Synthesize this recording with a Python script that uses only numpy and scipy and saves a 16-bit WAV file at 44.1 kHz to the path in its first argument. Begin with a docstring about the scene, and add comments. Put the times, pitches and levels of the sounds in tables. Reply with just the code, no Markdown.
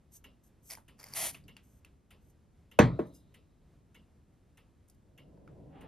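"""A quiet room, close over a wooden table: a pump bottle is handled and squirted, then set down hard.
Fingers, jet and piston are shaped noise; snaps and clicks are short rings with treble flashes. The blows
ring the table's modes under a falling wave front, and small metal parts jingle. Across the room a pendulum
clock ticks through its case. Outdoors a low rumble swells at the end. Two close microphone ports hear it."""
import sys
import numpy as np
from scipy import signal
from scipy.fft import rfft, irfft, next_fast_len
from scipy.io import wavfile

SR = 44100
rng = np.random.default_rng(int(sys.argv[2]) if len(sys.argv) > 2 else 0)


def unload_wav(signal):
    """Save mono or channel-first audio to the path in sys.argv[1] as 16-bit WAV at rate SR, clipped to [-1, 1]."""
    wavfile.write(
        sys.argv[1],
        SR,
        np.round(np.clip(np.atleast_2d(signal).T, -1, 1) * 32767).astype(np.int16),
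    )


N = 258867  # samples

# Levels are relative: sources add their own trim. Colours are noise spectra: f/Hz, level/dB per Hz.
# room tone
AIR_COLOUR = [(13, -42), (22, -15), (49, -5.5), (70, -4), (250, -15), (310, -18), (441, -24), (563, -27),
              (737, -30.5), (821, -32), (1080, -34.5), (2230, -40), (6230, -48), (12600, -52), (14000, -68)]
AIR_DB = -64

# fingers sliding on the bottle: start t/s, end t/s, rustle level/dB, growth/dB per s
SLIDES = [(0.126, .168, -63.5, 190), (0.441, .478, -72.5, -30), (0.633, .705, -72, 250),
          (1.636, 1.792, -77, -10), (2.218, 2.31, -85.5, 71)]
SLIDE_COLOUR = [(1760, -61), (3000, -32), (4110, -21), (4430, -18), (6330, -7), (7540, -12.5), (8250, -8.5),
                (10500, -4.5), (11900, -1), (13200, -19.5), (15900, -5.5)]
# resonances of the bottle wall woken by the fingers: f/Hz, width/Hz, level/dB
BOTTLE_WALL = [(6250, 450, -9), (8250, 350, -9), (11850, 350, -5)]
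SLIDE_RISE_DB_PER_S, SLIDE_FALL_DB_PER_S = 1400, 752

# clock escapement, across the room: t/s, level/dB
TICKS = [(0.2402, -48.5), (0.8802, -53), (1.4794, -50.5), (2.1052, -52.5), (2.713, -52), (3.3407, -53.5),
         (3.9444, -52.5), (4.572, -55), (5.1767, -52.5), (5.808, -55)]
TICK_COLOUR = [(88, -37.5), (150, 1), (404, -11), (708, -15.5), (766, -26), (1060, -16), (1220, -20.5),
               (1320, -6.5), (1510, -24), (2860, -14.5), (4390, -41), (4930, -25), (8170, -34.5),
               (11100, -19.5), (12800, -31), (15500, -45.5)]
# case resonances on the tick, then on the tock: f/Hz, width/Hz, level/dB
TICK_CASE = [(2240, 240, -4), (2800, 130, -1.5), (6483, 100, -23), (11300, 260, -15)]
TOCK_CASE = [(2100, 300, -9.5), (2585, 300, -0.5), (4990, 300, -22.5), (9660, 190, -7), (11217, 260, -16)]
# decay of the tick in the room: f/Hz, t60/s
TICK_DYING = [(150, 0.31), (800, 0.2), (1800, 0.16), (3600, .2), (6000, 0.12), (12000, .12)]

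# squirts: nozzle opens t/s, shuts t/s, hiss level/dB, dribble level/dB
SQUIRTS = [(0.696, 0.746, -51.5, -64.5), (1.143, 1.319, -37, -59)]
JET_COLOUR = [(180, -41), (300, -13.5), (528, -12.5), (634, -1), (773, -4.5), (1690, -12), (1900, -3),
              (2830, -7.5), (3070, -4), (3810, -8.5), (6700, -6.5), (7530, -12.5), (9500, -1.5),
              (11600, -1), (15900, -25)]
OPENING, CLOSING = 0.16, 0.28  # shares of a squirt spent opening and closing
DRIBBLE_S, DRIBBLE_FALL_DB_PER_S = 0.027, 349  # a little still leaves the nozzle afterwards
LEAK_DB = -9.5  # a little mist leaks with the creak

# loud slips of the piston in its barrel: t/s, level/dB
SLIPS = [(0.7017, -42.5), (0.7088, -37), (0.7173, -39.5), (0.734, -40), (0.751, -42), (0.9989, -46),
         (1.03, -45.5), (1.040, -37.5), (1.067, -49), (1.0854, -48.5), (1.126, -51), (1.1366, -35.5)]
SLIP_COLOUR = [(240, -21), (400, -0.5), (825, -2.5), (1700, -13), (2110, 12.5), (2620, -7), (3410, -17.5),
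               (3850, -22.5), (4710, 11), (6710, -4), (7590, -13.5), (11500, 4.5), (15900, -21)]
# piston strokes: start t/s, end t/s, creak level/dB, growth/dB per s
STROKES = [(0.703, 0.743, -60.5, 0.5), (0.994, 1.148, -58, 15.5)]
CREAK_COLOUR = [(180, -37), (300, -20.5), (478, -4), (826, 0.5), (2170, -4.5), (3870, -20), (4730, -4.5),
                (6930, -9.5), (7910, -17), (11600, -14), (15900, -22.5)]
STROKE_RISE_DB_PER_S, STROKE_FALL_DB_PER_S = 1402, 900

# small snaps and clicks close by, some from the pump head: t/s, level/dB, ring f/Hz, treble level/dB
SNAPS = [(.774, -43, 950, -76), (0.784, -44.5, 890, -80), (1.346, -38, 2550, -70), (1.35, -38.5, 2750, -65),
         (1.44, -58.5, 4750, -82), (1.567, -40, 2790, -54), (1.848, -44.5, 2690, -54.5),
         (2.299, -69.5, 6200, -70), (4.881, -64.5, 9000, -68.5), (4.885, -66.5, 7030, -62.5),
         (4.898, -60.5, 5070, -54), (4.946, -77.5, 7000, -69), (5.375, -57, 914, -88),
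         (5.477, -45.5, 1360, -95)]

# faint table rumble under the moving arm: loudest at t/s, level/dB
HANDLING = [(1.23, -57), (1.46, -58)]
HANDLING_RISE_DB_PER_S, HANDLING_FALL_DB_PER_S = 50, 98.5

# the bottle meets the table: t/s, blow level/dB, low-cut f/Hz, high-cut f/Hz, scatter level/dB,
# crack level/dB, starting f/Hz of the wave front
BLOWS = [(2.789, -16.5, 40, 14000, -11, -33, 1100), (2.9906, -26.5, 230.6, 675, -28, -69, 900)]
# modes of the wooden table: f/Hz, level/dB, t60/s
TABLE_MODES = [(47.53, -28, 0.63), (123.2, -4, 0.35), (169.5, -8.5, 0.42), (211, -9, .15),
               (250.4, -6.5, 0.19), (311.2, -5, 0.14), (351, -10, 0.22), (454.6, -4.5, 0.15),
               (600, -6, 0.1), (734, -14.5, 0.1), (953, -16, 0.1011), (1097, -9, 0.11),
               (1260, -12.5, 0.046), (1424, -17, .08), (1615, -17, 0.078), (2595, -2.5, 0.028),
               (5990, -21, 0.1)]
SCATTER_COLOUR = [(35, -45), (60, -18), (130, -9.5), (346, -11), (539, -20.5), (649, -15), (1110, -23.5),
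                  (1370, -17.5), (1500, -18.5), (5960, -40.5), (11500, -58), (15900, -80)]
# decay of the scatter in the room: f/Hz, t60/s
SCATTER_DYING = [(80, 0.57), (210, 0.36), (560, 0.3), (1470, 0.22), (3880, 0.2), (10200, 0.16)]
BENDING_S = 0.003  # delay of a 400 Hz bending wave behind the first arrival
# wave front: time to half pitch, decay, level over the blow
FRONT_FALL_S, FRONT_T60_S, FRONT_DB = 0.0028, 0.034, 19.5

# metal parts shaken by the blows: t/s, jingle level/dB
RATTLES = [(2.996, -83), (3.068, -85), (3.147, -72.5)]
# ringing of the metal: f/Hz, level/dB, t60/s
METAL = [(2796, -13, 0.1), (5060, -1, 0.058), (6150, -10, 0.094), (6300, -8, 0.083), (7400, -12, .05),
         (8140, -7, .08), (10300, -5, 0.046), (11440, -16, 0.083), (12530, -11, .05)]
# one loose part that keeps buzzing: f/Hz, width/Hz, level/dB
LOOSE_PART = [(3860, 250, 0.5)]
RATTLE_RISE_DB_PER_S, RATTLE_FALL_DB_PER_S = 1096, 300
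BUZZ_S, BUZZ_DB, BUZZ_FALL_DB_PER_S = 2.92, -72.5, 38

# rumble from outdoors: t/s, bass level/dB
RUMBLE = [(4.9, -77.5), (5.15, -69), (5.25, -59.5), (5.45, -57.5), (5.6, -53), (5.87, -52.5)]
RUMBLE_LOW_COLOUR = [(24, -26.5), (40, -4.5), (118, -2), (145, 1.5), (246, -9), (286, -1), (329, -9.5),
                     (607, -12), (800, -25), (1040, -27), (1760, -120)]
RUMBLE_UPPER_COLOUR = [(290, -34), (500, -29.5), (629, -34.5), (777, -14), (909, -24), (3170, -34),
                       (4500, -50.5), (5850, -77), (9900, -120)]
UPPER_S, UPPER_DB, UPPER_RISE_DB_PER_S = 5.76, -62, 244  # its upper part comes last

# gain of the side signal between the microphone ports: f/Hz, level/dB
WIDTH = [(60, -15.5), (92, -7.5), (140, -12), (210, -11.5), (330, -7), (500, -6), (770, -0.5), (1170, -1),
         (1790, -13.5), (2740, -22), (4190, -13), (6410, 1.5), (9810, 1.5), (15000, -14)]
CUTOFF_HZ = 15900

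FLOOR = 1e-18  # inaudible, keeps filter inputs from being exactly zero


def from_db(db):
    """Decibels to gain."""
    return 10 ** (np.asarray(db) / 20)


def rms_one(x):
    """Scale to rms 1."""
    return x / np.sqrt(np.mean(x ** 2) + 1e-20)


def at_hz(points, hz):
    """Read a table on a log-frequency axis."""
    table_hz, values = np.array(points)[:, 0], np.array(points)[:, 1]
    return np.interp(np.log(hz), np.log(table_hz), values)


def gain_curve(rows):
    """A (t/s, level/dB) table as a gain, silent outside the table."""
    s, db = np.transpose(rows)
    return from_db(np.interp(np.arange(N) / SR, s, db, left=-200, right=-200))


def swell(start, stop, db, rise_db_per_s, fall_db_per_s, growth_db_per_s=0):
    """Gain that climbs to db at start, drifts until stop, then falls."""
    t = np.arange(N) / SR
    growth = growth_db_per_s * (np.clip(t, start, stop) - start)
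    rise = rise_db_per_s * np.maximum(start - t, 0)
    fall = fall_db_per_s * np.maximum(t - stop, 0)
    return from_db(db + growth - rise - fall)


def clicks(times, db):
    """Single samples at given times."""
    out = np.full(N, FLOOR)
    out[np.round(np.array(times) * SR).astype(int)] = from_db(db)
    return out


def drift(rate):
    """Slow chance: straight lines between random knots of spread 1, two knots per 1/rate seconds."""
    knots = np.arange(0, N / SR + 1 / rate, 0.5 / rate)
    return np.interp(np.arange(N) / SR, knots, rng.standard_normal(len(knots)))


def coloured(spectrum):
    """Steady noise of a given spectrum, rms 1."""
    size = next_fast_len(N, True)
    hz = np.maximum(np.arange(size // 2 + 1) * SR / size, 1)
    white = rfft(rng.standard_normal(size))
    return rms_one(irfft(white * from_db(at_hz(spectrum, hz)), size)[:N])


def fading(hits, t60, rise_s):
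    """Envelope of height about 1 per unit click: a short swell, then an exponential fall."""
    lag = np.exp(-1 / (rise_s * SR))
    fall = signal.lfilter([1], [1, -from_db(-60 / (t60 * SR))], hits)
    return signal.lfilter([1 - lag], [1, -lag], fall)


def ring(x, hz, t60):
    """A unit click sets a decaying sine of height 1 ringing."""
    r, w = from_db(-60 / (t60 * SR)), 2 * np.pi * hz / SR
    return signal.lfilter([0, np.sin(w)], [1, -2 * r * np.cos(w), r * r], x)


def resonant_noise(peaks):
    """Noise heard through (f/Hz, width/Hz, level/dB) resonances."""
    out = 0
    for hz, width, db in peaks:
        t60 = np.log(1000) / np.pi / width
        out = out + from_db(db) * rms_one(ring(rng.standard_normal(N), hz, t60))
    return out


def dying_noise(noise, hits, dying, rise_cycles):
    """Octave bands of noise after each hit: lows start later, each band fades at its own pace."""
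    out, edges = 0, 40 * 2. ** np.arange(10)
    for low, high in zip(edges, edges[1:]):
        hz = np.sqrt(low * high)
        band = signal.sosfilt(signal.butter(2, [low, high], "band", fs=SR, output="sos"), noise)
        out = out + band * fading(hits, at_hz(dying, hz), 0.00027 + rise_cycles / hz)
    return out


def room_tone():
    """Steady noise of the quiet room, wavering slowly in level."""
    return from_db(AIR_DB + 1.2 * drift(6)) * coloured(AIR_COLOUR)


def fingers():
    """Skin sliding on the bottle rustles and wakes resonances of its wall."""
    slide = sum(swell(a, b, db, SLIDE_RISE_DB_PER_S, SLIDE_FALL_DB_PER_S, growth)
                for a, b, db, growth in SLIDES)
    rustle = from_db(-3) * coloured(SLIDE_COLOUR) + resonant_noise(BOTTLE_WALL)
    return slide * rustle * from_db(1.3 * drift(120))


def clock():
    """Far ticks arrive mostly as room sound, through case resonances that differ from tick to tock."""
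    s, db = np.transpose(TICKS)
    tock = np.searchsorted(s, np.arange(N) / SR, "right") % 2 == 0
    case = np.where(tock, resonant_noise(TOCK_CASE), resonant_noise(TICK_CASE))
    return dying_noise(coloured(TICK_COLOUR) + case, clicks(s, db + 1), TICK_DYING, rise_cycles=6.1)


def stroke_gain():
    """Level of the piston's creak."""
    return sum(swell(a, b, db, STROKE_RISE_DB_PER_S, STROKE_FALL_DB_PER_S, growth)
               for a, b, db, growth in STROKES)


def jet():
    """Liquid forced through the nozzle: smooth bright noise that sputters a little."""
    t = np.arange(N) / SR
    flow = from_db(LEAK_DB) * stroke_gain()
    for a, b, db, dribble_db in SQUIRTS:
        opening = np.minimum((t - a) / OPENING, (b - t) / CLOSING) / (b - a)
        flow = flow + from_db(db) * np.clip(opening, 0, 1)
        flow = flow + (t > a) * swell(a, b + DRIBBLE_S, dribble_db, 0, DRIBBLE_FALL_DB_PER_S)
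    return flow * coloured(JET_COLOUR) * from_db(1.2 * drift(120))


def piston():
    """The piston slips in its barrel: loud puffs of noise a few ms long over a creak of many small ones."""
    s, db = np.transpose(SLIPS)
    slips = coloured(SLIP_COLOUR) * fading(clicks(s, db), 0.014, 0.0005)
    creak = stroke_gain()
    small = (rng.random(N) < 300 / SR) * rng.exponential(1, N) * creak  # about 300 per second
    grain = from_db(1.5) * fading(small + FLOOR, 0.0051, 0.00036)
    return slips + coloured(CREAK_COLOUR) * (grain + from_db(-7.5) * creak)


def snaps():
    """Each snap or click is a short ring with a flash in the treble."""
    out = np.zeros(N)
    bright, broad = coloured(SLIDE_COLOUR), coloured(CREAK_COLOUR)
    hit = np.append(1., np.full(SR // 4, FLOOR))
    for s, db, hz, treble_db in SNAPS:
        span = slice(round(s * SR), round(s * SR) + len(hit))
        knock = ring(hit, hz, 0.018)
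        knock += from_db(-9.5) * ring(hit, 1.64 * hz, 0.013)
        knock += from_db(-17.5) * ring(hit, 0.52 * hz, 0.0092)
        knock += 0.26 * broad[span] * fading(hit, 0.0061, 0.00024)
        echo = from_db(-5.5) * rng.standard_normal(len(hit)) * fading(hit, 0.2, 0.00079)
        knock += 0.13 * ring(echo, hz, 0.00213)
        flash = fading(hit, 0.012, 0.00082) + from_db(-20.0) * fading(hit, 0.11, 0.0023)
        out[span] += from_db(db - 3.5) * knock + from_db(treble_db + 0.5) * bright[span] * flash
    return out


def arm_on_table(low):
    """The table rumbles faintly under the moving arm: bass noise, low-passed."""
    arm = sum(swell(s, s, db, HANDLING_RISE_DB_PER_S, HANDLING_FALL_DB_PER_S) for s, db in HANDLING)
    return arm * signal.lfilter(*signal.butter(2, 300, fs=SR), low)


def wave_front(s, db, front_hz):
    """A bending wave spreads highs first, so its front falls in pitch."""
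    t = np.maximum(np.arange(N) / SR - s, 0)
    falling = np.sin(2 * np.pi * front_hz * FRONT_FALL_S * np.log(1 + t / FRONT_FALL_S))
    return from_db(db + FRONT_DB - 60 * t / FRONT_T60_S) * (1 - np.exp(-t / 0.0038)) * falling


def set_down():
    """Each blow sends out a wave front and sets the table modes ringing; the room scatters it."""
    out, bright = 0, coloured(SLIDE_COLOUR)
    for s, db, soft_hz, hard_hz, scatter_db, crack_db, front_hz in BLOWS:
        scatter = dying_noise(coloured(SCATTER_COLOUR), clicks([s], scatter_db), SCATTER_DYING,
                              rise_cycles=0.87)
        body = wave_front(s, db, front_hz)
        for k, (hz, level_db, t60) in enumerate(TABLE_MODES):
            arrival = clicks([s + BENDING_S * np.sqrt(400 / hz)], db + level_db)
            build_up = ring(arrival, hz, 6.0 / hz) * 3 * hz / SR  # over a cycle or two
            body = body + (-1) ** k * ring(build_up, hz, t60)
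        contact = signal.butter(1, hard_hz, fs=SR)  # a soft blow hardly wakes the high modes
        body = signal.lfilter(*contact, signal.lfilter(*contact, body) + scatter)
        out = out + signal.sosfilt(signal.butter(4, soft_hz, "high", fs=SR, output="sos"), body)
        crack = fading(clicks([s], crack_db), 0.025, 0.00038)
        crack += fading(clicks([s], crack_db - 15), 0.079, 0.0029)
        out = out + bright * crack
    s, db = BLOWS[0][:2]
    # the room keeps the bass of the first blow longest
    return out + coloured(RUMBLE_LOW_COLOUR) * fading(clicks([s], db - 24.5), 0.95, 0.02)


def jingle():
    """Tiny uneven contacts: a dry rattle, the ringing of the metal and one buzzing loose part."""
    shake = sum(swell(s, s, db, RATTLE_RISE_DB_PER_S, RATTLE_FALL_DB_PER_S) for s, db in RATTLES)
    rings = 0
    for hz, db, t60 in METAL:
        touches = (rng.random(N) < 500 / SR) * rng.standard_normal(N) * shake  # about 500 per second
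        rings = rings + from_db(db + 2.5) * ring(touches + FLOOR, hz, t60)
    buzz = swell(BUZZ_S, BUZZ_S, BUZZ_DB, RATTLE_RISE_DB_PER_S, BUZZ_FALL_DB_PER_S)
    rattle = from_db(9) * shake * coloured(SLIDE_COLOUR)
    return rings + buzz * resonant_noise(LOOSE_PART) + rattle


def outdoor_rumble(low):
    """Bass noise from outdoors swells, and its upper part follows."""
    upper = swell(UPPER_S, N / SR, UPPER_DB, UPPER_RISE_DB_PER_S, 0) * coloured(RUMBLE_UPPER_COLOUR)
    return gain_curve(RUMBLE) * low + upper


def background():
    """Room tone plus both rumbles, which share one bass noise and one waver."""
    low = coloured(RUMBLE_LOW_COLOUR)
    rumble = arm_on_table(low) + outdoor_rumble(low)
    return room_tone() + rumble * from_db(0.83 * drift(9.3))


def scene():
    """Two close microphone ports: the side is a phase-turned copy, a diffuse part and its own background."""
    near = fingers() + clock() + jet() + piston() + snaps() + set_down() + jingle()
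    mid = near + background()
    size = next_fast_len(N + SR // 4)
    hz = np.maximum(np.arange(size // 2 + 1) * SR / size, 1)
    smear = rng.standard_normal(SR // 8) * from_db(-60 * np.arange(SR // 8) / SR / 0.091)
    diffuse = rfft(smear / np.linalg.norm(smear), size)
    turn = 0.6 * 1j + 0.4 * diffuse  # 1j turns the phase a quarter cycle
    spectrum = rfft(near, size) * turn + 0.9 * rfft(background(), size)
    side = irfft(spectrum * from_db(at_hz(WIDTH, hz)), size)[:N]
    return np.array([mid + side, mid - side])


def record(dry):
    """The top is cut steeply."""
    return signal.sosfilt(signal.cheby2(14, 60, CUTOFF_HZ, fs=SR, output="sos"), dry)


dry = scene()
out = record(dry)
unload_wav(out)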